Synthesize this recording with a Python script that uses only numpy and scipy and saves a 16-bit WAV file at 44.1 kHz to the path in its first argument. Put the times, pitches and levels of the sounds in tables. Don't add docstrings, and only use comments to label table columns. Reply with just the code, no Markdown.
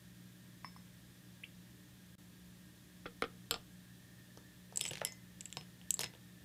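import sys
import numpy as np
from scipy import signal
from scipy.fft import rfft, irfft, next_fast_len
from scipy.io import wavfile
from scipy.ndimage import uniform_filter1d, map_coordinates

SR = 44100
rng = np.random.default_rng(int(sys.argv[2]) if len(sys.argv) > 2 else 0)


def materialize(psi):
    bounded = np.clip(np.atleast_2d(psi).T, -1, 1)
    quanta = np.round(bounded * 32767).astype(np.int16)
    wavfile.write(sys.argv[1], SR, quanta)


N = 284084
T = np.arange(int(0.6 * SR)) / SR

# freq_hz, level_db
SHELL_COLOUR = [(300, -25), (1300, -16), (2200, -1), (3000, 9), (4200, -2), (5300, 0), (6300, -2),
                (7700, 0), (9000, -4), (11000, 0), (15000, -4)]


def amp(db):
    return 10 ** (np.asarray(db) / 20)


def unit(x):
    return x / np.sqrt(np.mean(x ** 2) + 1e-20)


def blow(x):
    energy_ms = np.sum(x ** 2) * 1000 / SR
    return x / np.sqrt(energy_ms + 1e-20)


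def fade(t60, t=T):
    return amp(-60 * t / t60)


def along(points, hz):
    f, v = np.transpose(points)
    return np.interp(np.log(hz + 1), np.log(f + 1), v)


def wobble(knots_per_s):
    knots = rng.standard_normal(400)
    return map_coordinates(knots, [np.arange(N) * knots_per_s / SR], mode="mirror")


def filtered(x, response):
    size = next_fast_len(len(x) + 8192)
    spectrum = rfft(x, size) * response(np.fft.rfftfreq(size, 1 / SR))
    return irfft(spectrum, size)[:len(x)]


def soften(x, cutoff_hz, order=2):
    cutoff_hz = min(cutoff_hz, SR / 2 - 1000)
    return signal.sosfilt(signal.butter(order, cutoff_hz, fs=SR, output="sos"), x)


def contact(colour, t60, scatter_db, size=2048):
    magnitude = amp(along(colour, np.fft.rfftfreq(size, 1 / SR)))
    cepstrum = irfft(np.log(magnitude))
    causal = (np.arange(size) < size // 2) * (np.arange(size) > 0)
    body = irfft(np.exp(rfft(2 * cepstrum * causal)))
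    push = blow(1.0 * (T == 0))
    scatter = blow(rng.standard_normal(len(T)) * fade(t60))
    return blow(signal.fftconvolve(push + amp(scatter_db) * scatter, body)[:len(T)])


def ring(modes, pitch=1):
    strengths = amp(1.2 * rng.standard_normal(len(modes)))
    total = 0
    for strength, (hz, db, t60) in zip(strengths, modes):
        total = total + strength * amp(db) * fade(t60) * np.sin(2 * np.pi * hz * pitch * T)
    return total


def add(track, s, sound, room_db):
    # freq_hz, t60_s
    room_decay = [(150, 0.38), (500, 0.22), (3000, 0.18), (8000, 0.15), (12000, 0.071)]
    build_s = 0.0049
    hz, t, z = signal.stft(rng.standard_normal(SR // 4), SR, nperseg=256)
    decay = fade(along(room_decay, hz)[:, None], t)
    tail = signal.istft(z * decay, SR, nperseg=256)[1]
    tail = tail * (1 - fade(build_s)[:len(tail)])
    answer = signal.fftconvolve(sound, tail / np.linalg.norm(tail))[:len(sound)]
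    wet = sound + amp(room_db) * answer
    start = round(s * SR)
    track[start:start + len(wet)] += wet[:N - start]


def background():
    # freq_hz, density_db
    hiss_shape = [(15, -49), (25, -30), (69, -4), (106, -10.5), (176, -4), (237, -11), (301, -10.5),
                  (450, -20.5), (604, -21.5), (691, -25.5), (1420, -25.5), (1860, -22.5), (2130, -25),
                  (3350, -25.5), (15000, -29.5)]
    # freq_hz, peak_db
    hum_partials = [(120, -62), (180, -59.5), (300, -73), (600, -82.5)]
    # centre_hz, width_hz, before_db, after_db (rms)
    whine_bands = [(1633, 34, -80, -82.5), (1747, 32, -83.5, -76.5), (1839, 57, -79.5, -76),
                   (3500, 1100, -76.5, -76)]
    hiss_db = -62
    step_s = 3.9
    t = np.arange(N) / SR
    hiss = amp(hiss_db) * unit(filtered(rng.standard_normal(N), lambda f: amp(along(hiss_shape, f))))
    hum = np.zeros(N)
    for hz, db in hum_partials:
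        level = amp(db + 1.6 * wobble(15))
        phase = 2 * np.pi * (hz * t + rng.random()) + 0.052 * wobble(2.7)
        hum += level * np.sin(phase)
    whine = np.zeros(N)
    for hz, width_hz, before_db, after_db in whine_bands:
        band = filtered(rng.standard_normal(N), lambda f: 1 / (1 + ((f - hz) / width_hz * 2) ** 2))
        whine += amp(np.where(t < step_s, before_db, after_db)) * unit(band)
    return hiss + hum + whine


def iron(cutoff_hz, low_db, high_db=0, pitch=1, damping=1):
    # freq_hz, level_db, t60_s
    pot_modes = [(2046, -11.5, .42), (2060, -17, .2), (2239, -15, .22), (2632, -18, .1), (5222, 0, .23),
                 (5593, -16, .13), (9400, -2, .045), (10900, -16, .08), (14700, -3, .025)]
    modes = []
    for hz, level_db, t60 in pot_modes:
        share_db = low_db * (hz < 4400) + high_db * (hz > 9000)
        modes.append((hz, level_db + share_db, t60 / damping))
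    return soften(ring(modes, pitch), cutoff_hz)


def bamboo(colour, modes, db, cutoff_hz, ring_db):
    bend_lag_s = 0.00159
    knock = blow(soften(contact(colour, t60=0.005, scatter_db=12), cutoff_hz, order=3))
    ringing = blow(soften(ring(modes), cutoff_hz))
    canes = blow(soften(contact(colour, t60=0.06, scatter_db=33), min(cutoff_hz, 5500), order=3))
    sound = amp(db) * knock + amp(ring_db) * (ringing + amp(-5.0) * canes)
    return filtered(sound, lambda f: np.exp(-4j * np.pi * bend_lag_s * (np.sqrt(1000 * f) - f / 8)))


def ladle():
    # start_s, knock_db, iron_ring_db, low_modes_db
    bumps = [(0.6459, -35, -53, 5.5), (0.7635, -47, -58, -4)]
    # freq_hz, level_db
    bump_colour = [(40, -19), (130, -6), (180, 8), (250, 2), (420, -10), (650, -8), (850, 0), (1130, 5),
                   (1350, -6), (1650, -5), (2100, -7), (2800, -17), (4500, -27), (8000, -38)]
    # start_s, knock_db, cutoff_hz, ring_db, pitch_ratio
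    cup_knocks = [(3.0561, -33, 1900, -39.5, 1.04), (3.0602, -46, 4500, -34, 1.01),
                  (3.222, -24, 14000, -28, 0.99), (3.239, -34, 6500, -33, 1),
                  (3.2465, -45, 2500, -41.5, 0.98)]
    # freq_hz, level_db, t60_s
    cup_modes = [(300, -5, .08), (472, 7, .065), (520, 4, .035), (740, -8, .05), (1245, 5, .055),
                 (1335, 5, .045), (1846, -2, .06), (2060, -3, .045), (2191, -3, .06), (2466, -3, .06),
                 (3284, -3, .05), (5230, -5, .035)]
    # freq_hz, level_db
    cup_colour = [(40, -38), (150, -7), (300, -5), (385, -8), (480, 4), (620, -10), (770, -2), (960, -18.5),
                  (1330, 5), (1800, -3), (2300, 0), (2700, -7.5), (3250, 1), (3900, -6.5), (5000, -11),
                  (5800, -19), (7800, -31), (9400, -13), (10700, -35), (13000, -26), (15000, -46)]
    # start_s, knock_db, cutoff_hz, ring_db
    handle_knocks = [(3.5099, -21.5, 15000, -28.5), (3.5229, -39, 3500, -34), (3.541, -32.5, 6000, -35.5),
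                     (3.5572, -44.5, 4460, -43), (3.561, -42.5, 1190, -50)]
    # freq_hz, level_db, t60_s
    handle_modes = [(295, -6, .05), (460, 2, .06), (720, -1, .04), (1210, 2, .05), (1390, 2, .05),
                    (2713, -3, .05), (3176, 2, .04), (4650, 1, .04), (5227, 6, .04), (7700, 0, .04),
                    (12100, -7, .04)]
    # freq_hz, level_db
    handle_colour = [(40, -38), (150, -6), (300, -6), (385, -5), (470, -6), (740, -0.5), (950, -9),
                     (1320, 1), (2020, -11.5), (2700, -6), (3150, 2), (3900, -2), (4700, 1), (5300, -2.5),
                     (5900, -16), (6800, -21), (7640, 1.5), (8500, -16), (9270, -10), (10100, -23),
                     (12100, -4.5), (13200, -18), (15000, -30)]
    out = np.zeros(N)
    for s, db, iron_db, low_db in bumps:
        add(out, s, amp(db) * contact(bump_colour, t60=0.019, scatter_db=0), room_db=-13.5)
        ringing = iron(5240, low_db, pitch=1.008)
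        add(out, s, amp(iron_db) * ringing, room_db=-6)
    for s, db, cutoff_hz, ring_db, pitch in cup_knocks:
        modes = [(hz * pitch, level_db, t60) for hz, level_db, t60 in cup_modes]
        add(out, s, bamboo(cup_colour, modes, db, cutoff_hz, ring_db), room_db=-15.5)
    for s, db, cutoff_hz, ring_db in handle_knocks:
        add(out, s, bamboo(handle_colour, handle_modes, db, cutoff_hz, ring_db), room_db=-13)
    return out


def drip():
    # start_s, level_db, start_hz, end_hz, life_s
    bubbles = [(1.4295, -65, 10200, 10400, .012), (1.4358, -40.5, 2240, 2370, 0.0042),
               (1.4383, -38, 2300, 3330, 0.0051)]
    t60_lives = 2.8
    out = np.zeros(N)
    for s, db, start_hz, end_hz, life_s in bubbles:
        hz = np.interp(T, [0, life_s], [start_hz, end_hz])
        decay = fade(t60_lives * life_s, np.maximum(T - life_s / 2, 0))
        swell = (1 - fade(0.0023)) * decay
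        add(out, s, amp(db) * swell * np.sin(2 * np.pi * np.cumsum(hz) / SR), room_db=-13.5)
    return out


def clam(db, cutoff_hz, pitch, thud_db):
    # freq_hz, level_db, t60_s
    valve_modes = [(2810, 3, 0.027), (3360, -4, 0.014), (4180, -11, 0.01), (7560, 12, 0.02),
                   (9500, 10, 0.029)]
    # freq_hz, level_db
    thud_colour = [(25, -42), (70, -6), (140, 3), (230, -4.5), (370, 2.5), (490, 5), (640, 1), (740, 2),
                   (920, 2), (1300, -5.5), (1750, -7), (2200, -36), (3000, -15), (8000, -30)]
    spread_db = 2.2
    pitch = np.clip(pitch, 0.5, 2.2)
    valve = blow(ring(valve_modes, pitch))
    colour = [(hz * pitch, level_db + spread_db * rng.standard_normal()) for hz, level_db in SHELL_COLOUR]
    snap = contact(colour, t60=0.0045, scatter_db=3)
    click = blow(soften(snap + amp(-18) * valve, cutoff_hz))
    return amp(db) * click + amp(thud_db) * contact(thud_colour, t60=0.026, scatter_db=12.5)


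def clams():
    # start_s, click_db, cutoff_hz, shell_pitch_ratio (before clip), thud_db,
    # edge_crack_db, iron_ring_db, low_modes_db, high_modes_db, fill (0-1)
    landings = [(4.8113, -25, 10100, 1.06, -44, -38.5, -44.5, -8, 6, 0),
                (4.9127, -43, 9000, 1, -38, -55, -64, -6, 17, 0.1),
                (5.0499, -28.5, 11980, 1, -48, -25, -47, 9.5, -1, 0.05),
                (5.5701, -33.5, 5700, 1.03, -36, -52, -49, -8, -5, 0.48),
                (5.9925, -28.5, 11200, 1.32, -36, -39, -46.5, -4, 7, 0.74),
                (6.0342, -32, 5970, 0.79, -38.5, -46, -42.5, -2, -2, 1)]
    # start_s, click_db, cutoff_hz, pitch_ratio (before clip), thud_db
    clacks = [(4.374, -51.5, 6000, 1.84, -46), (4.725, -54, 900, 1.8, -46), (4.775, -59, 4000, 1.2, -48),
              (4.8077, -39, 8000, 1.1, -60), (4.8531, -31.5, 6000, 0.98, -47),
              (4.8613, -35.5, 5000, 1.05, -46), (4.879, -41, 8000, 1.3, -56),
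              (4.9098, -35.5, 3500, 0.98, -44), (4.9285, -55, 6000, 1.4, -53),
              (4.934, -37.5, 5000, 0.93, -49), (4.9363, -45, 12000, 1, -56),
              (4.9553, -38.5, 3700, 0.96, -62), (4.9728, -41, 9000, 0.89, -49),
              (4.9812, -45, 5500, 1.7, -51), (5.012, -45.5, 5500, 0.79, -57),
              (5.0726, -41.5, 9000, 0.8, -58), (5.1225, -43, 7000, 2.2, -55), (5.611, -46.5, 4530, 1, -54),
              (5.8145, -50.5, 3800, 1.03, -58), (5.9694, -52, 7000, 1.5, -57),
              (6.0042, -38.5, 4200, 0.86, -44), (6.0067, -35, 10000, 1.2, -45),
              (6.0093, -32.5, 12000, 2.5, -42), (6.0127, -36, 14000, 1.8, -48),
              (6.015, -35, 12000, 0.89, -45), (6.042, -31.5, 6400, 0.89, -41.5),
              (6.1372, -54, 4500, 0.77, -51), (6.1502, -52, 4000, 1.08, -53.5)]
    # freq_hz, level_db
    edge_colour = [(500, -44), (2500, -9), (4600, -10), (5600, 9), (6300, -12), (7500, 4), (9600, -12),
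                   (11000, 9.5), (12300, -5), (13500, -10), (15000, -15)]
    # freq_hz, level_db, t60_s
    stand_modes = [(147.7, -16, 0.31)]
    fill_sag, fill_damping = 0.0105, 0.87
    out = np.zeros(N)
    for s, db, cutoff_hz, pitch, thud_db, edge_db, iron_db, low_db, high_db, fill in landings:
        edge = amp(edge_db) * contact(edge_colour, t60=0.0095, scatter_db=5)
        add(out, s, clam(db, cutoff_hz, pitch, thud_db) + edge, room_db=-11.5)
        iron_pitch = 1 - fill_sag * fill
        damping = 1 + fill_damping * fill ** 2
        ringing = iron(14000, low_db, high_db, iron_pitch, damping)
        add(out, s, amp(iron_db) * ringing + amp(thud_db) * ring(stand_modes), room_db=-13)
    for s, db, cutoff_hz, pitch, thud_db in clacks:
        add(out, s, clam(db, cutoff_hz, pitch, thud_db), room_db=-8.5)
    return out


def dish():
    # start_s, ring_db, crack_re_ring_db, shell_click_db, ring_hz, t60_s
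    tinks = [(4.7593, -36, -3, -52, 7560, 0.016), (4.7731, -26, -6, -61, 7740, 0.01),
             (4.7758, -32, -4, -60, 8100, 0.014), (4.794, -42, -3, -47, 7900, .015),
             (4.8398, -34, -18, -51, 7900, .008), (4.864, -36, -9, -55, 7800, 0.011),
             (4.872, -42, -8, -54, 7900, .02), (4.8805, -36.5, -10, -55, 7870, .025),
             (4.8874, -32.5, -9, -51, 7750, 0.024), (4.8975, -43, -14, -63, 7900, 0.025),
             (5.4083, -38, 3.5, -62, 7350, 0.011), (5.412, -53, -10, -47, 7700, .015),
             (5.456, -36.5, -13, -51, 7720, 0.015), (5.4596, -50, -4, -47, 7800, .02),
             (5.5028, -64, 4, -54, 7700, .015), (5.5267, -40, -7, -39, 7480, 0.01),
             (5.9065, -20, -5, -64, 7820, .014), (5.941, -24, -2.5, -46, 7700, 0.02)]
    # ratio_to_ring_hz, level_db, share_of_t60
    dish_modes = [(1, 13, 0.97), (1.1, -13, 0.91), (.965, -34, 0.8)]
    # freq_hz, level_db
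    chip_colour = [(500, -45), (2000, -22), (3200, -10), (5300, -6), (6600, 0), (7800, 8), (8800, 2),
                   (10200, -5), (12500, -7), (15000, -6)]
    # ring_db, cutoff_hz
    crack_cutoffs = [(-39, 7800), (-24, 14700)]
    rise_s = 0.00055
    out = np.zeros(N)
    for s, db, crack_db, shell_db, ring_hz, t60 in tinks:
        modes = [(ring_hz * ratio, level_db, t60 * share) for ratio, level_db, share in dish_modes]
        tink = blow((1 - fade(rise_s)) * ring(modes))
        crack_hz = np.interp(db, *np.transpose(crack_cutoffs))
        crack = blow(soften(contact(chip_colour, t60=0.004, scatter_db=10), crack_hz))
        click = blow(soften(contact(SHELL_COLOUR, t60=0.0038, scatter_db=10), 6600))
        add(out, s, amp(db) * (tink + amp(crack_db) * crack) + amp(shell_db) * click, room_db=-14.5)
    return out


def slipping(pitch):
    slips_per_s, spread_db = 90, 6
    sizes = rng.choice([-1, 1], len(T)) * amp(spread_db * rng.standard_normal(len(T)))
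    slips = sizes * (rng.random(len(T)) < slips_per_s / SR)
    shell = contact([(hz * pitch, level_db) for hz, level_db in SHELL_COLOUR], t60=0.004, scatter_db=2)
    return signal.fftconvolve(slips, shell)[:len(T)]


def tumbles():
    # start_s, length_s, scrape_db, knocks_db, cutoff_hz
    settlings = [(4.826, 0.059, -55, -52, 8000), (4.905, 0.098, -62, -56, 8000),
                 (5.07, 0.019, -66, -52, 7080), (6.007, 0.015, -49, -52, 13000),
                 (6.044, 0.017, -53, -48, 3500)]
    sliding_pitches = [.95, 1.02, 1.1]
    attack_s, t60_s = 0.0033, 0.08
    knocks_per_s, knock_spread_db, thud_re_knock_db = 75, 6, -9
    out = np.zeros(N)
    for start, length, scrape_db, knock_db, cutoff_hz in settlings:
        grit = unit(soften(sum(slipping(pitch) for pitch in sliding_pitches), cutoff_hz))
        envelope = np.minimum(T / attack_s, 1) * fade(t60_s, np.maximum(T - length, 0))
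        add(out, start, amp(scrape_db) * envelope * grit, room_db=-19)
        count = int(np.ceil(length * knocks_per_s))
        for k in range(count):
            db = knock_db + knock_spread_db * rng.standard_normal()
            s = start + length * (k + rng.random()) / count
            pitch = np.exp(0.08 * rng.standard_normal())
            add(out, s, clam(db, cutoff_hz, pitch, db + thud_re_knock_db), room_db=-11)
    return out


def dull_clunks():
    # start_s, level_db
    clunks = [(5.0159, -29.5), (5.0181, -33)]
    # freq_hz, level_db
    bottom_colour = [(30, -40), (130, 5), (190, -12), (280, -10), (430, 1), (640, 5), (740, -3), (900, 2.5),
                     (1170, -8.5), (1400, 1.5), (1700, 0), (2100, -12), (3200, -12), (4500, -24),
                     (12000, -36)]
    out = np.zeros(N)
    for s, db in clunks:
        add(out, s, amp(db) * contact(bottom_colour, t60=0.0068, scatter_db=7), room_db=-9)
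    return out


def scene():
    impacts = ladle() + drip() + clams() + dish() + tumbles() + dull_clunks()
    return (background() + impacts)[None]


def record(dry):
    dip_start_s, dip_end_s, dip_db, top_hz = 2.1545, 2.181, -22, 15300
    t = np.arange(N) / SR
    dip = uniform_filter1d(1.0 * ((t > dip_start_s) & (t < dip_end_s)), size=130)
    return filtered(dry[0] * amp(dip_db * dip), lambda f: 1 / np.sqrt(1 + (f / top_hz) ** 140))[None]


dry = scene()
out = record(dry)
materialize(out)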